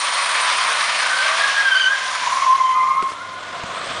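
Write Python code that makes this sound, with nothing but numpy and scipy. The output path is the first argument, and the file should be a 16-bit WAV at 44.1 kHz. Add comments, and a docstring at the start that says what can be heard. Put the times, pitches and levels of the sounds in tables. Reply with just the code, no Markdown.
"""Car sliding in a circle

Some way off on open pavement, spinning tyres scrub and hiss, then the tread locks into stick-slip
squeals: a high one, then a lower one that a second tyre beats against. The squeal dies as the tyres
grip; road roar and a low engine swell, and the microphone is bumped three times."""
import sys
import numpy as np
from scipy import signal
from scipy.io import wavfile

SR = 44100
rng = np.random.default_rng(int(sys.argv[2]) if len(sys.argv) > 2 else 0)


def pcm_store(signal):
    """Save signal as 16-bit PCM."""
    levels = np.round(np.clip(np.atleast_2d(signal), -1, 1) * 32767)
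    wavfile.write(sys.argv[1], SR, levels.astype(np.int16).T)


N = 176400
TIME = np.arange(N) / SR


def squeal(rows):
    """Tread stick-slip: a clean pitch when the blocks slip in step, a narrow rasp when they do not."""
    jitter_share, jitter_per_s = .012, 70
    flutter_db, flutter_per_s = 1.5, 34
    catch_db, catch_per_s = 6, 45
    rough_width_hz, fade_s = 53.7, .022
    overtone_min_roughness = .71  # overtones fall out of step first
    pitch_hz, level_db, roughness, second_db, third_db = in_time(rows)
    jitter = jitter_share * np.sqrt(roughness) * drift(jitter_per_s)
    phase = phase_of(pitch_hz * (1 + jitter))
    out = 0
    for k, harmonic_db in enumerate([0, second_db, third_db, second_db - 23.5], 1):
        rough = np.maximum(roughness, overtone_min_roughness * (k > 1))
        width_hz = rough_width_hz * np.sqrt(k)
        scatter = rms_one(drift(width_hz) + 1j * drift(width_hz))
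        tone = (np.sqrt(1 - rough ** 2) + rough * scatter) * np.exp(1j * k * phase)
        out += tone.real * from_db(harmonic_db + flutter_db * drift(flutter_per_s))
    catches = np.maximum(drift(catch_per_s) - 1, 0)  # the tread catches, the level dips briefly
    inside_s = np.minimum(TIME - rows[0][0], rows[-1][0] - TIME)
    gate = np.clip(1 + inside_s / fade_s, 0, 1)
    return np.sqrt(2) * out * from_db(level_db - catch_db * catches) * gate


def tyre_squeals():
    """Five overlapping stick-slip voices of the tyres."""
    # squeal curves: time_s, pitch_hz, level_db, roughness (0-1), second_harmonic_db, third_harmonic_db
    high = [(1.0, 1500, -30, 0.71, -22, -35), (1.1, 1520, -26, 0.9, -19, -35),
            (1.28, 1555, -18.5, 0.62, -17, -36), (1.36, 1590, -33, .8, -20, -35),
            (1.44, 1660, -18.5, 0.42, -15, -38), (1.53, 1652, -27, 0.98, -25, -35),
            (1.58, 1640, -16.5, 0.44, -25, -39), (1.66, 1607, -16.5, .45, -14.5, -35),
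            (1.73, 1553, -18, 0.63, -7, -28), (1.76, 1532, -15.5, 0.48, -7.5, -16),
            (1.8, 1560, -18, 0.38, 1.5, -14), (1.865, 1523, -15.5, 0.1, -3.5, -20),
            (1.885, 1538, -11.5, 0.54, -15, -30), (1.9, 1624, -23, .7, -13, -29),
            (1.945, 1600, -19, 0.98, -20, -37), (1.965, 1590, -29, .8, -15, -35),
            (2.16, 1560, -31, 0.62, -29, -35), (2.3, 1550, -46, .8, -25, -37)]
    low = [(0, 989, -31.5, 0.95, -5, -30), (.35, 996, -34, .9, -18, -28),
           (0.481, 1010, -25, 0.45, -18, -26), (.65, 1048, -32, 1, -20, -30),
           (.8, 1110, -27.5, 0.76, -16, -30), (1.0, 1130, -43, 0.87, -19, -29),
           (1.35, 1145, -26.5, 0.78, -24, -31), (1.699, 1063, -39.5, 0.78, -19, -35),
           (2.08, 1030, -32.5, 0.57, -17, -32), (2.22, 1000, -26, 0.93, -20, -30),
           (2.29, 1035, -17, 1, -21, -33), (2.36, 1085, -24, 0.98, -16, -30),
           (2.44, 1105, -18.5, 0.87, -14, -31), (2.48, 1030, -12.5, 0.16, -41, -42),
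           (2.52, 1040, -13, 0.21, -34, -39), (2.554, 1080, -15.5, 0.26, -26, -34),
           (2.585, 1058, -23, 0.82, -10.5, -32), (2.61, 1045, -13, 0.22, -24.5, -34),
           (2.68, 1037, -17, 0.38, -18.5, -19.5), (2.82, 1037, -19, 0.38, -12, -29),
           (2.95, 1061, -16.5, 0.48, -18, -36), (3.02, 1061, -19.5, 0.4, -16, -34),
           (3.1, 1068, -24.5, 0.35, -17, -34), (3.15, 1044, -34, 0.91, -13, -30),
           (3.4, 1039, -39.5, 0.73, -11, -32), (4, 1052, -38, 0.98, -22, -26)]
    second_tyre = [(2.72, 1223, -53, .4, -17, -35), (2.75, 1225, -26, .3, -18, -35),
                   (2.84, 1207, -27, 0.44, -17, -38), (2.92, 1190, -25, .3, -22, -39),
                   (2.99, 1269, -28.5, .6, -32, -36), (3.07, 1295, -38, 0.78, -21, -33),
                   (3.15, 1334, -42, 0.91, -20, -35), (3.23, 1424, -34.5, 0.67, -32, -35),
                   (3.3, 1438, -48, 1, -22, -35), (3.42, 1460, -38.5, .6, -24, -35),
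                   (3.7, 1438, -46, 0.81, -24, -35)]
    moan = [(1.14, 511, -44.5, .5, -9, -20), (1.24, 610, -38, 0.32, -16, -20),
            (1.36, 662, -32.5, 0.14, -1, -22), (1.5, 672, -49, 0.54, -10, -21)]
    opening_chirp = [(0, 1175, -34, 1, -11, -30), (.25, 1100, -30.5, 0.8, -24, -31),
                     (.38, 1180, -29, 0.65, -16, -30), (.58, 1219, -39, 0.69, -14, -30),
                     (.75, 1318, -43, .8, -16, -30)]
    return sum(squeal(rows) for rows in (high, low, second_tyre, moan, opening_chirp))


def tyre_scrub():
    """Coarse scrub of rubber on asphalt."""
    # envelope: time_s, level_db
    levels = [(0, -21), (.63, -19), (1.15, -20), (1.4, -19.5), (1.6, -22), (1.9, -27), (2.1, -24),
              (2.37, -24.5), (2.6, -32), (2.95, -42.5), (3.2, -54), (4, -44)]
    # spectrum: freq_hz, density_db
    colour = [(100, -43.5), (220, -24.5), (380, -26.5), (560, -8.5), (690, -5), (820, -7), (1100, 3.5),
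              (1400, -0.5), (2200, -1), (2750, -5), (3300, -4), (4500, -7.5), (6300, -14.5), (7700, -20.5),
              (10000, -18.5)]
    return friction(levels, colour)


def tread_hiss(width_hz=1020, grit_db=2.67):
    """Narrow, flickering sizzle of the spinning tread; its centre shifts as the car turns."""
    # treble band: time_s, level_db, centre_hz
    curve = [(0, -31, 9000), (.6, -34.5, 8980), (1.2, -39, 9040), (1.9, -47, 9000), (2.35, -43.5, 9510),
             (2.6, -53, 9380), (3.1, -56.5, 9280), (3.3, -63, 9400), (3.6, -62, 8470), (3.75, -49, 8300),
             (4, -48, 8200)]
    level_db, centre_hz = in_time(curve)
    real, imaginary = low_pass(rng.standard_normal((2, N)), width_hz / 2)
    band = ((real + 1j * imaginary) * np.exp(1j * phase_of(centre_hz))).real
    return from_db(level_db + grit_db * drift(60)) * rms_one(band)


def tread_whine(start_db=-34.5, fade_db_per_s=21):
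    """Thin, fading whine of the fast-spinning tread."""
    return from_db(start_db - fade_db_per_s * TIME) * band_noise(low_hz=4030, high_hz=4400)


def tyre_spray():
    """Bright spray of noise as the tyres swing side-on."""
    # envelope: time_s, level_db
    levels = [(0, -35.5), (1.2, -62), (1.9, -41.5), (2.3, -35.5), (2.44, -36), (2.52, -42.5), (2.7, -44.5),
              (3.0, -51.5), (3.25, -56), (4, -62)]
    # spectrum: freq_hz, density_db
    colour = [(2500, -18.5), (4500, -11.5), (6100, 30.5), (7200, 2.5), (8200, -52), (10000, -18.5)]
    return friction(levels, colour)


def road_roar():
    """Rolling roar, swelling as the car nears."""
    # envelope: time_s, level_db
    levels = [(0, -57), (2.3, -39), (3.0, -36.5), (3.3, -35.5), (3.55, -31.5), (3.8, -28), (4, -25.5)]
    # spectrum: freq_hz, density_db
    colour = [(40, -23.5), (150, -13), (420, -12), (530, -5.5), (690, 0), (850, -14), (1100, 1), (1400, -4),
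              (1750, -7), (2800, -11), (3500, -8.5), (5200, -19.5), (8300, -24.5), (10000, -36.5)]
    return friction(levels, colour)


def echoes(x, count=24, level_db=-11, fade_db_per_s=90):
    """Dull reflections from the walls and trees around the lot."""
    delays_s = np.linspace(.012, .22, count) * rng.uniform(.85, 1.15, count)
    gains = from_db(-fade_db_per_s * delays_s) * rng.choice([-1, 1], count)
    out = np.zeros(N)
    for lag, gain in zip((delays_s * SR).astype(int), gains / np.linalg.norm(gains)):
        out[lag:] += gain * x[:N - lag]
    return from_db(level_db) * low_pass(out, cutoff_hz=2800)


def engine(wobble_share=.0089, flutter_db=3):
    """Low, uneven exhaust orders."""
    # engine run: time_s, firing_hz, level_db
    curve = [(0, 112.9, -67.5), (.9, 106.2, -62), (1.3, 111, -70.5), (2.7, 99.2, -66), (3.15, 95.3, -57),
             (3.35, 95.2, -54.5), (4, 93.6, -52)]
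    # exhaust orders: firing_multiple, gain_db
    orders = [(1, -2.5), (1.33, -16), (2, -7.5), (3, -3), (4, -9.5)]
    firing_hz, level_db = in_time(curve)
    phase = phase_of(firing_hz * (1 + wobble_share * drift(8.25)))
    return np.sqrt(2) * sum(np.sin(k * phase) * from_db(level_db + gain_db + flutter_db * drift(13))
                            for k, gain_db in orders)


def drone(wobble_share=.04, flutter_db=2.5):
    """Brief, uneven low tone, rising as the tyres find grip."""
    # rising tone: time_s, pitch_hz, level_db
    curve = [(2.72, 135.7, -74), (2.85, 149.6, -54), (2.96, 170, -53), (3.03, 175, -70)]
    pitch_hz, level_db = in_time(curve)
    gain = from_db(level_db + flutter_db * drift(25))
    phase = phase_of(pitch_hz * (1 + wobble_share * drift(30)))
    return np.sqrt(2) * gain * np.sin(phase)


def microphone_bumps(thud_decay_s=.005, tick_decay_s=.0022, edge_ratio=1.85):
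    """Each bump is a dry tick and a heavily damped thud of the casing."""
    # bumps: start_s, thud_hz, thud_db, tick_db
    hits = [(3.025, 337, -30.5, -18.5), (3.119, 700, -43, -23), (3.636, 115, -32, -22.5)]
    out = np.zeros(N)
    for start_s, thud_hz, thud_db, tick_db in hits:
        age_s = np.maximum(TIME - start_s, 0)
        thud = band_noise(thud_hz / edge_ratio, thud_hz * edge_ratio)
        out += from_db(thud_db) * thud * np.sqrt(age_s / thud_decay_s) * np.exp(1 - age_s / thud_decay_s)
        tick = rms_one(low_pass(rng.standard_normal(N), cutoff_hz=2800))
        out += from_db(tick_db) * tick * (age_s > 0) * np.exp(-age_s / tick_decay_s)
    return out


def finger_rustle():
    """Fingers rub the casing around the first two bumps."""
    # envelope: time_s, level_db
    levels = [(3.01, -90), (3.03, -37), (3.06, -48), (3.1, -36), (3.135, -43), (3.16, -57), (3.26, -90)]
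    # spectrum: freq_hz, density_db
    colour = [(150, -5), (600, -2), (2500, -1.5), (5000, -4.5), (10000, -10)]
    return friction(levels, colour)


def wind(lump_db=3.5, lumps_per_s=14):
    """Faint, lumpy rumble of air at the microphone."""
    # envelope: time_s, level_db
    levels = [(0, -54), (.3, -68), (.6, -76), (1.8, -66), (2.1, -81), (3.0, -75), (4, -67)]
    # spectrum: freq_hz, density_db
    colour = [(20, -1), (40, -1.5), (70, -13), (110, -16)]
    level_db, = in_time(levels)
    return from_db(level_db + lump_db * drift(lumps_per_s)) * coloured_noise(colour)


def night_air(level_db=-64):
    """Low outdoor hush."""
    # spectrum: freq_hz, density_db
    colour = [(20, -3.5), (45, -8), (80, -5), (200, -2.5), (500, -11)]
    return from_db(level_db) * coloured_noise(colour)


def friction(levels, colour, grit_db=1.0, grit_per_s=56):
    """One surface dragged over another: coloured noise with a fast, uneven grain."""
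    level_db, = in_time(levels)
    return from_db(level_db + grit_db * drift(grit_per_s)) * coloured_noise(colour)


def coloured_noise(colour, flicker_db=1.0, flicker_per_s=9.2):
    """Quarter-octave noise bands, each flickering by itself; rms 1."""
    edges_hz = 20 * 2 ** np.arange(0, 9.3, .25)
    freq_hz, density_db = np.transpose(colour)
    out, white = np.zeros(N), rng.standard_normal((2, N))
    for k, (low_hz, high_hz) in enumerate(zip(edges_hz, edges_hz[1:])):
        if high_hz > freq_hz[0] and low_hz < freq_hz[-1]:
            sos = signal.butter(3, [low_hz, high_hz], "band", fs=SR, output="sos")
            band = signal.sosfilt(sos, white[k % 2])
            band_db = np.interp(np.log(low_hz * high_hz) / 2, np.log(freq_hz), density_db)
            out += band * from_db(band_db + flicker_db * drift(flicker_per_s))
    return rms_one(out)


def band_noise(low_hz, high_hz):
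    """Noise in one band; rms 1."""
    sos = signal.butter(2, [low_hz, high_hz], "band", fs=SR, output="sos")
    return rms_one(signal.sosfilt(sos, rng.standard_normal(N)))


def drift(rate_per_s):
    """Smooth random wander; rms 1."""
    hop, settle_steps = 20, 2000
    pole = np.exp(-2 * np.pi * hop * rate_per_s / SR)
    white = rng.standard_normal(N // hop + settle_steps + 2)
    slow = signal.lfilter([1], [1, -2 * pole, pole * pole], white)[settle_steps:]
    return np.interp(np.arange(N) / hop, np.arange(len(slow)), rms_one(slow))


def low_pass(x, cutoff_hz):
    """Gentle treble loss."""
    return signal.sosfilt(signal.butter(2, cutoff_hz, fs=SR, output="sos"), x)


def in_time(rows):
    """Each column after time_s, interpolated to every sample."""
    time_s, *columns = np.transpose(rows)
    return [np.interp(TIME, time_s, column) for column in columns]


def phase_of(freq_hz):
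    """Running phase in radians."""
    return 2 * np.pi * np.cumsum(freq_hz) / SR


def from_db(db):
    """Decibels to gain."""
    return 10 ** (np.asarray(db) / 20)


def rms_one(x):
    """Scale to rms 1."""
    return x / np.sqrt(np.mean(np.abs(x) ** 2) + 1e-20)


def scene():
    """Car, microphone handling and night air, alike in both channels."""
    squeals = tyre_squeals()
    tyre_noise = tyre_scrub() + tread_hiss() + tread_whine() + tyre_spray() + road_roar()
    car = squeals + echoes(squeals) + tyre_noise + engine() + drone()
    mono = car + microphone_bumps() + finger_rustle() + wind() + night_air()
    return np.stack([mono, mono])


def record(dry):
    """Steep treble cut."""
    cutoff_hz = 10050
    return signal.sosfilt(signal.ellip(14, .2, 80, cutoff_hz, fs=SR, output="sos"), dry)


dry = scene()
out = record(dry)
pcm_store(out)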